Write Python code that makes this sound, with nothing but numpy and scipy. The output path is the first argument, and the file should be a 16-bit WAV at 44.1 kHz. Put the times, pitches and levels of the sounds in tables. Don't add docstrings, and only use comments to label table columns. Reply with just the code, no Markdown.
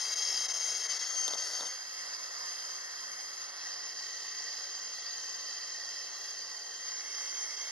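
import sys
import numpy as np
from scipy import signal
from scipy.fft import rfft, irfft, next_fast_len
from scipy.io import wavfile
from scipy.ndimage import uniform_filter1d, map_coordinates

SR = 44100
rng = np.random.default_rng(int(sys.argv[2]) if len(sys.argv) > 2 else 0)


def digitize_waveform(pressure):
    field = np.atleast_2d(pressure).T
    bounded = np.clip(field, -1, 1)
    quanta = np.round(bounded * 32767).astype(np.int16)
    wavfile.write(sys.argv[1], SR, quanta)


def makeup_ratio(level_db):
    decades = np.asarray(level_db, float) / 20
    return 10 ** decades


N = 340003
TAIL_SAMPLES = 16384

# time_s, sparks_per_s
SPARK_RATE = [(0, 3198), (.4, 3188), (.75, 3205), (.87, 3165), (1.7, 3182), (2.6, 3158), (3.2, 3168),
              (4.2, 3140), (4.7, 3157), (5.4, 3141), (6.4, 3148), (7.1, 3168), (7.7, 3190)]
# start_s, length_s
HOPS = [(.95, .21), (1.44, .1), (2.1, .33), (2.77, .2), (3.3, .36), (4.95, .18), (5.8, .08), (6.1, .23),
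        (6.99, .07), (7.47, .08)]
HOP_RATE_HZ, HOP_EDGE_S, HOP_WHISTLE_DB = 3222, .03, -5
# centre_s, length_s, depth_db
MISFIRES = [(.153, .011, -12), (.477, .014, -14), (.53, .011, -13), (.593, .008, -10), (.879, .015, -14),
            (.985, .011, -13), (1.363, .011, -11), (2.175, .01, -9), (7.561, .01, -9)]
WHISTLE_DB = [4.5, 3, 1.9]
# centre_s, half_length_s, level_db
GLINT = (7.41, 0.092, 6)
# time_s, gain_db, whistle_db
NEARNESS = [(0, 6.5, 0.5), (.5, 7.5, -1.3), (.85, 4.5, 1.4), (1.1, 3.5, 5.5), (1.45, 6, -3.5),
            (1.67, 2.5, 1), (1.75, -3, 1), (2.0, -1, -2.5), (2.4, -0.4, -1), (3.0, -1.4, 1), (3.5, -4.5, 3),
            (4.05, -0.4, -1.8), (5.4, -1.04, 1.7), (6.3, -1, 1), (6.8, -3.5, 5.2), (7.22, 2.5, -1.3),
            (7.4, 1.5, 2.3), (7.7, 2.8, -4.5)]
FOLLOWS = [0.75, 1.044, 0.96, 1.58, 0.97, 0.99]

# centre_s, length_s
TURNS = [
    (0.946, 0.21),
    (1.74, 0.085),
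    (3.645, 0.53),
    (6.927, 0.18),
]
# low_db, middle_db, high_db, overtone_1_db, overtone_2_db, overtone_3_db
PLACE_DB = [
    [-52.5, -43, -67.5, -60, -46, -62.5],
    [-53.5, -45.5, -67, -59.5, -43.5, -67],
    [-51, -44.5, -68, -57, -54.5, -61],
    [-51, -44, -70, -57, -54.5, -69.5],
    [-51.5, -46.5, -69.5, -59, -53, -68],
]
# centre_hz, width_hz, level_db
LOW_MODES = [
    [(1960, 100, -5), (2220, 26, -7)],
    [(1290, 53, -12), (1970, 69, -4)],
    [(1116, 380, -15), (1870, 73, -2.5)],
    [(1117, 100, -14), (1893, 90, 1)],
    [(1140, 50, -15), (2130, 620, -5.5)],
]
# centre_hz, width_hz, level_db
MIDDLE_MODES = [
    [(3950, 95, -5.5), (4790, 39, 2.5), (4800, 35, -21), (5150, 37, -0.5), (5365, 100, 4)],
    [(3920, 31, -11), (4640, 540, -3.5), (5410, 200, 0.5)],
    [(4000, 94, -20), (5000, 770, -6.5), (5070, 100, -23)],
    [(3940, 45, -44), (4110, 63, -12), (4713, 120, 1.5), (5156, 49, -5), (5450, 60, -4.5)],
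    [(3680, 99, -17), (4755, 150, 1.5), (5220, 46, -2), (5580, 32, -1), (6030, 43, 0)],
]
# freq_hz, left_lead_rad
LEAD = [
    [(0, -0.0064), (2760, -0.33), (4740, -0.1), (5680, -0.42), (6800, -0.16), (9300, 1), (9910, -0.18),
     (10900, 0.54), (12000, -2.3)],
    [(0, -4), (3100, 0.86), (3790, -1.5), (4310, 0.5), (6030, 0.6), (8180, -0.5), (8700, 1.5), (11000, 2),
     (12000, 2.5)],
    [(0, -5.5), (2840, -1), (4050, 1), (6550, 2.5), (7150, -2.5), (7750, -12.5), (9470, -7.5), (10800, 0.5),
     (12000, -18)],
    [(0, 6.5), (2580, -1.03), (4910, 1.15), (5170, 1), (6800, 3), (7580, -3), (9820, 5.5), (11000, -4.5),
     (12000, -2.5)],
    [(0, 5.5), (2580, -1.3), (4480, 1), (5170, 0.9), (6550, 4.5), (7840, -3.5), (8350, -5.5), (11000, -4.5),
     (12000, -2)],
]
# freq_hz, left_minus_right_db
TILT = [
    [(600, -0.5), (3000, 2.5), (5400, 3.5), (6300, 8), (7200, 14), (9500, 6.5), (12000, 7)],
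    [(600, -1), (3000, 0), (5000, 1.5), (6400, 6), (7300, 5), (9000, 5.5), (11500, 0.5)],
    [(600, -0.5), (3000, 0.5), (5000, -6), (6400, 3.5), (7600, 6), (9500, 0.5), (12000, 0.5)],
    [(600, 0), (3000, -1.5), (5000, -4.5), (6400, 3), (7400, -4), (8800, -2), (12000, 0)],
    [(600, -0.5), (3500, -0.5), (5000, -5.5), (6300, -2.5), (7600, 7), (9000, -2.5), (11000, -1)],
]
SHOULDER_DB = [-3.5, -11, -6, -11, -11]
NEAR_DB = [-6, -3, 0, 0, -1]
# freq_hz, level_db
ECHO = [(100, -1), (300, -6), (1500, -11.5), (3000, -6), (6000, -3.5), (10000, 3)]
ECHO_EVEN_HZ = 160
# freq_hz, level_db
LOW_BED = [(100, -33), (180, -32.5), (300, -21.5), (450, -13), (1000, -11), (1600, -8.5), (2250, -7.5),
           (2500, -39)]
# freq_hz, level_db
MIDDLE_BED = [(2300, -39), (2550, -9.5), (2850, -15), (3100, -14.5), (3600, -18.5), (4300, -13),
              (4700, -2.5), (5500, -10), (6400, 0.5), (6900, -14), (7600, -16), (7950, -39), (8300, -85)]
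# freq_hz, level_db
HIGH_BED = [(7700, -97), (8050, 1), (9000, -2), (9500, 0), (10400, -8.5), (11200, -7.5), (12000, -2.5),
            (12200, -114)]

# start_s, end_s, level_db
GRIP = (0.99, 1.71, -65.5)
# peak_s, level_db
RUBS = [
    (1.34, -48),
    (1.655, -48.5),
]
RUB_RISE_DB_PER_S, RUB_FALL_DB_PER_S = 144, 370
# start_s, thud_db, click_re_thud_db, tick_re_thud_db, t60_s
KNOCKS = [(1.2797, -23, -4, -2, .005), (1.284, -27, -20, -40, .006), (1.3355, -17, -13, -40, .006),
          (1.354, -25, -22, -40, .008), (1.504, -37, -20, -40, .005), (1.608, -24, -12, -40, .006),
          (1.6565, -26, -22, -40, .005), (1.668, -34, -6, -8, .004)]
# centre_hz, width_hz, level_db
CASING = [
    [(70.4, 33, 3), (540, 490, 0.5), (1090, 730, 1)],
    [(3600, 270, 15), (5200, 1100, 0)],
    [(10200, 4400, 4)],
]
# freq_hz, level_db_rms
HUM = [(240, -78), (360, -79), (400, -75), (480, -77), (560, -74), (720, -74), (840, -76)]
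# centre_hz, width_hz, depth_db
NOTCHES = [(2400, 330, -70), (2980, 90, -11), (8030, 600, -70)]


def unit(x):
    return x / np.sqrt(np.mean(x ** 2) + 1e-20)


def along(points, hz):
    f, v = np.transpose(points)
    return np.interp(np.log(hz + 1), np.log(f + 1), v)


def curves(rows):
    s, *cols = np.transpose(rows)
    return [np.interp(np.arange(N) / SR, s, c) for c in cols]


def wobble(rate_hz):
    return map_coordinates(rng.standard_normal(N // 16), [np.arange(N) * rate_hz / SR])


def filtered(x, response):
    m = next_fast_len(N + 8192)
    return irfft(rfft(x, m) * response(np.fft.rfftfreq(m, 1 / SR)), m)[..., :N]


def places():
    t = np.arange(N) / SR
    passed = [np.clip((t - s) / length + .5, 0, 1) for s, length in TURNS]
    return np.sqrt(np.abs(np.diff([np.ones(N), *passed, np.zeros(N)], axis=0)))


def ports(place, f, t60_s):
    t = np.arange(TAIL_SAMPLES // 2) / SR
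    tails = rng.standard_normal((2, len(t))) * makeup_ratio(-60 * t / t60_s)
    echoes = rfft(tails / np.linalg.norm(tails[0]), 2 * len(f) - 2)
    bench = 1 + makeup_ratio(along(ECHO, f) + NEAR_DB[place]) * echoes
    local_power = uniform_filter1d(np.abs(bench) ** 2, size=round(ECHO_EVEN_HZ / f[1]), axis=1)
    bench = bench / np.sqrt(np.abs(local_power) + .01)
    left = makeup_ratio(along(TILT[place], f) / 2) * np.exp(.5j * along(LEAD[place], f))
    return np.array([left, 1 / left]) * bench


def heard_from(place, layers):
    m = 2 * next_fast_len(layers.shape[1] // 2 + TAIL_SAMPLES)
    f = np.fft.rfftfreq(m, 1 / SR)

    def rings(modes):
        return sum(makeup_ratio(db) / (1 + ((f - c) / max(w, 135) * 1.88) ** 4) for c, w, db in modes)

    low = makeup_ratio(along(LOW_BED, f)) + rings(LOW_MODES[place])
    middle = makeup_ratio(along(MIDDLE_BED, f)) + rings(MIDDLE_MODES[place])
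    shade = makeup_ratio(SHOULDER_DB[place] / (1 + ((f - 8400) / 450) ** 4))
    high = makeup_ratio(along(HIGH_BED, f)) * shade
    path = ports(place, f, t60_s=.06)
    both = np.abs(path.mean(axis=0))
    total = 0
    for s, colour in zip(rfft(layers, m), [low, middle, high, 1, 1, 1]):
        total = total + s * colour * np.linalg.norm(s) / np.linalg.norm(s * colour * both)
    return irfft(total * path, m)


def patchy(x, depth_db):
    z = signal.stft(x, nperseg=512)[2]
    field = rng.standard_normal(z.shape[1:]) + 0.94 * rng.standard_normal(z.shape)
    field = uniform_filter1d(field, size=3, axis=1)
    field = uniform_filter1d(field, size=24, axis=2)
    return signal.istft(z * makeup_ratio(depth_db * unit(field)), nperseg=512)[1][:, :N]


def burning():
    t = np.arange(N) / SR
    gaps_db = sum(db * np.exp(-((t - s) / (length / 1.8)) ** 2) for s, length, db in MISFIRES)
    return makeup_ratio(gaps_db + 0.44 * wobble(12) + 0.3 * wobble(45))


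def sizzle(fired, spiky_db):
    return unit((1.54 * fired + 0.79) * rng.standard_normal(N) * makeup_ratio(spiky_db * wobble(900)))


def arc():
    t = np.arange(N) / SR
    hopped = sum(np.clip(np.minimum(t - s, s + length - t) / HOP_EDGE_S + .5, 0, 1) for s, length in HOPS)
    rate_hz = curves(SPARK_RATE)[0] * (1 - hopped) + HOP_RATE_HZ * hopped
    jitter_hz = 11 * wobble(24) + 22 * (1 + .6 * hopped) * wobble(330)
    cycles = np.cumsum(rate_hz + jitter_hz) / SR
    fired = np.diff(np.floor(cycles), prepend=0) > 0
    strength = burning()
    near_db, steady_db = curves(NEARNESS)
    layers = [makeup_ratio(0.92) * sizzle(fired, spiky_db=0.5) * strength ** 0.35,
              makeup_ratio(0.5) * sizzle(fired, spiky_db=2.0) * strength,
              makeup_ratio(4.0) * sizzle(fired, spiky_db=1.0) * strength]
    regular = strength * makeup_ratio(-12 * np.clip(4 * (wobble(60) - 1.05), 0, 1))
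    for k, db in enumerate(WHISTLE_DB):
        flutter_db = (0.38 + 0.51 * k) * wobble(110)
        level = makeup_ratio(db + HOP_WHISTLE_DB * hopped + steady_db + flutter_db)
        layers.append(level * regular * np.sin(2 * np.pi * (k + 1) * cycles))
    glint_s, half_s, glint_db = GLINT
    layers[4] = layers[4] * makeup_ratio(glint_db * np.exp(-((t - glint_s) / half_s) ** 2))
    layers = np.array(layers) * makeup_ratio(np.outer(FOLLOWS, near_db))
    out = np.zeros((2, N + 4 * TAIL_SAMPLES))
    for place, share in enumerate(places()):
        start, end = np.flatnonzero(share)[[0, -1]]
        shaded = makeup_ratio(np.array(PLACE_DB[place]))[:, None] * (layers * share)[:, start:end]
        sound = heard_from(place, shaded)[:, :end - start + TAIL_SAMPLES]
        out[:, start:start + sound.shape[1]] += sound
    return patchy(out[:, :N], depth_db=1.33)


def ringing(modes, f):
    total = 0
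    for k, (c, w, db) in enumerate(modes):
        total = total + (-1) ** k * makeup_ratio(db) * 1j * f * w / (c * c - f * f + 1j * f * w + 1e-9)
    return total


def rustle():
    t = np.arange(N) / SR
    grains = rng.standard_normal((2, N)) + 3.3 * rng.standard_normal(N)
    rub = filtered(grains * makeup_ratio(3.9 * wobble(120)), lambda f: ringing(CASING[0][1:], f))
    slips = 0
    for s, db in RUBS:
        slips = slips + makeup_ratio(db - np.maximum(RUB_RISE_DB_PER_S * (s - t), RUB_FALL_DB_PER_S * (t - s)))
    start_s, end_s, grip_db = GRIP
    grip = makeup_ratio(grip_db) * np.clip(np.minimum(t - start_s, end_s - t) / .03, 0, 1)
    return unit(rub) * (slips + grip)


def knocks():
    blows = np.zeros((3, 2, N + 2048))
    t = np.arange(2048) / SR
    for s, db, click_db, tick_db, t60_s in KNOCKS:
        common, own = rng.standard_normal(len(t)), rng.standard_normal((2, len(t)))
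        puff = (common + 0.62 * own) * makeup_ratio(-60 * t / max(t60_s, .002))
        level = makeup_ratio(db + np.array([4, click_db + 5.5, tick_db + 3.5]))
        start = round(s * SR)
        blows[:, :, start:start + len(t)] += level[:, None, None] * puff
    return sum(filtered(b[:, :N], lambda f: ringing(modes, f)) for b, modes in zip(blows, CASING))


def hum():
    t = np.arange(N) / SR
    near = np.linalg.norm(places()[2:], axis=0)
    total = 0
    for hz, db in HUM:
        level = makeup_ratio(db + 2.5 + 1.35 * wobble(6.8))
        total = total + level * np.sin(2 * np.pi * hz * t + 0.6 * wobble(8.3))
    return near * total


def scene():
    return arc() + rustle() + knocks() + hum()


def roll_off(x):
    return signal.sosfilt(signal.butter(12, 12440, fs=SR, output="sos"), x)


def record(dry):
    def response(f):
        notch = 1
        for c, w, db in NOTCHES:
            notch = notch * np.maximum(makeup_ratio(db), 1 / (1 + (w / 2 / (f - c + 1e-3)) ** 4))
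        return notch * (f < 12100) / (1 + (165 / (f + 1)) ** 5)

    mix = filtered(dry, response)
    return roll_off(mix)


dry = scene()
out = record(dry)
digitize_waveform(out)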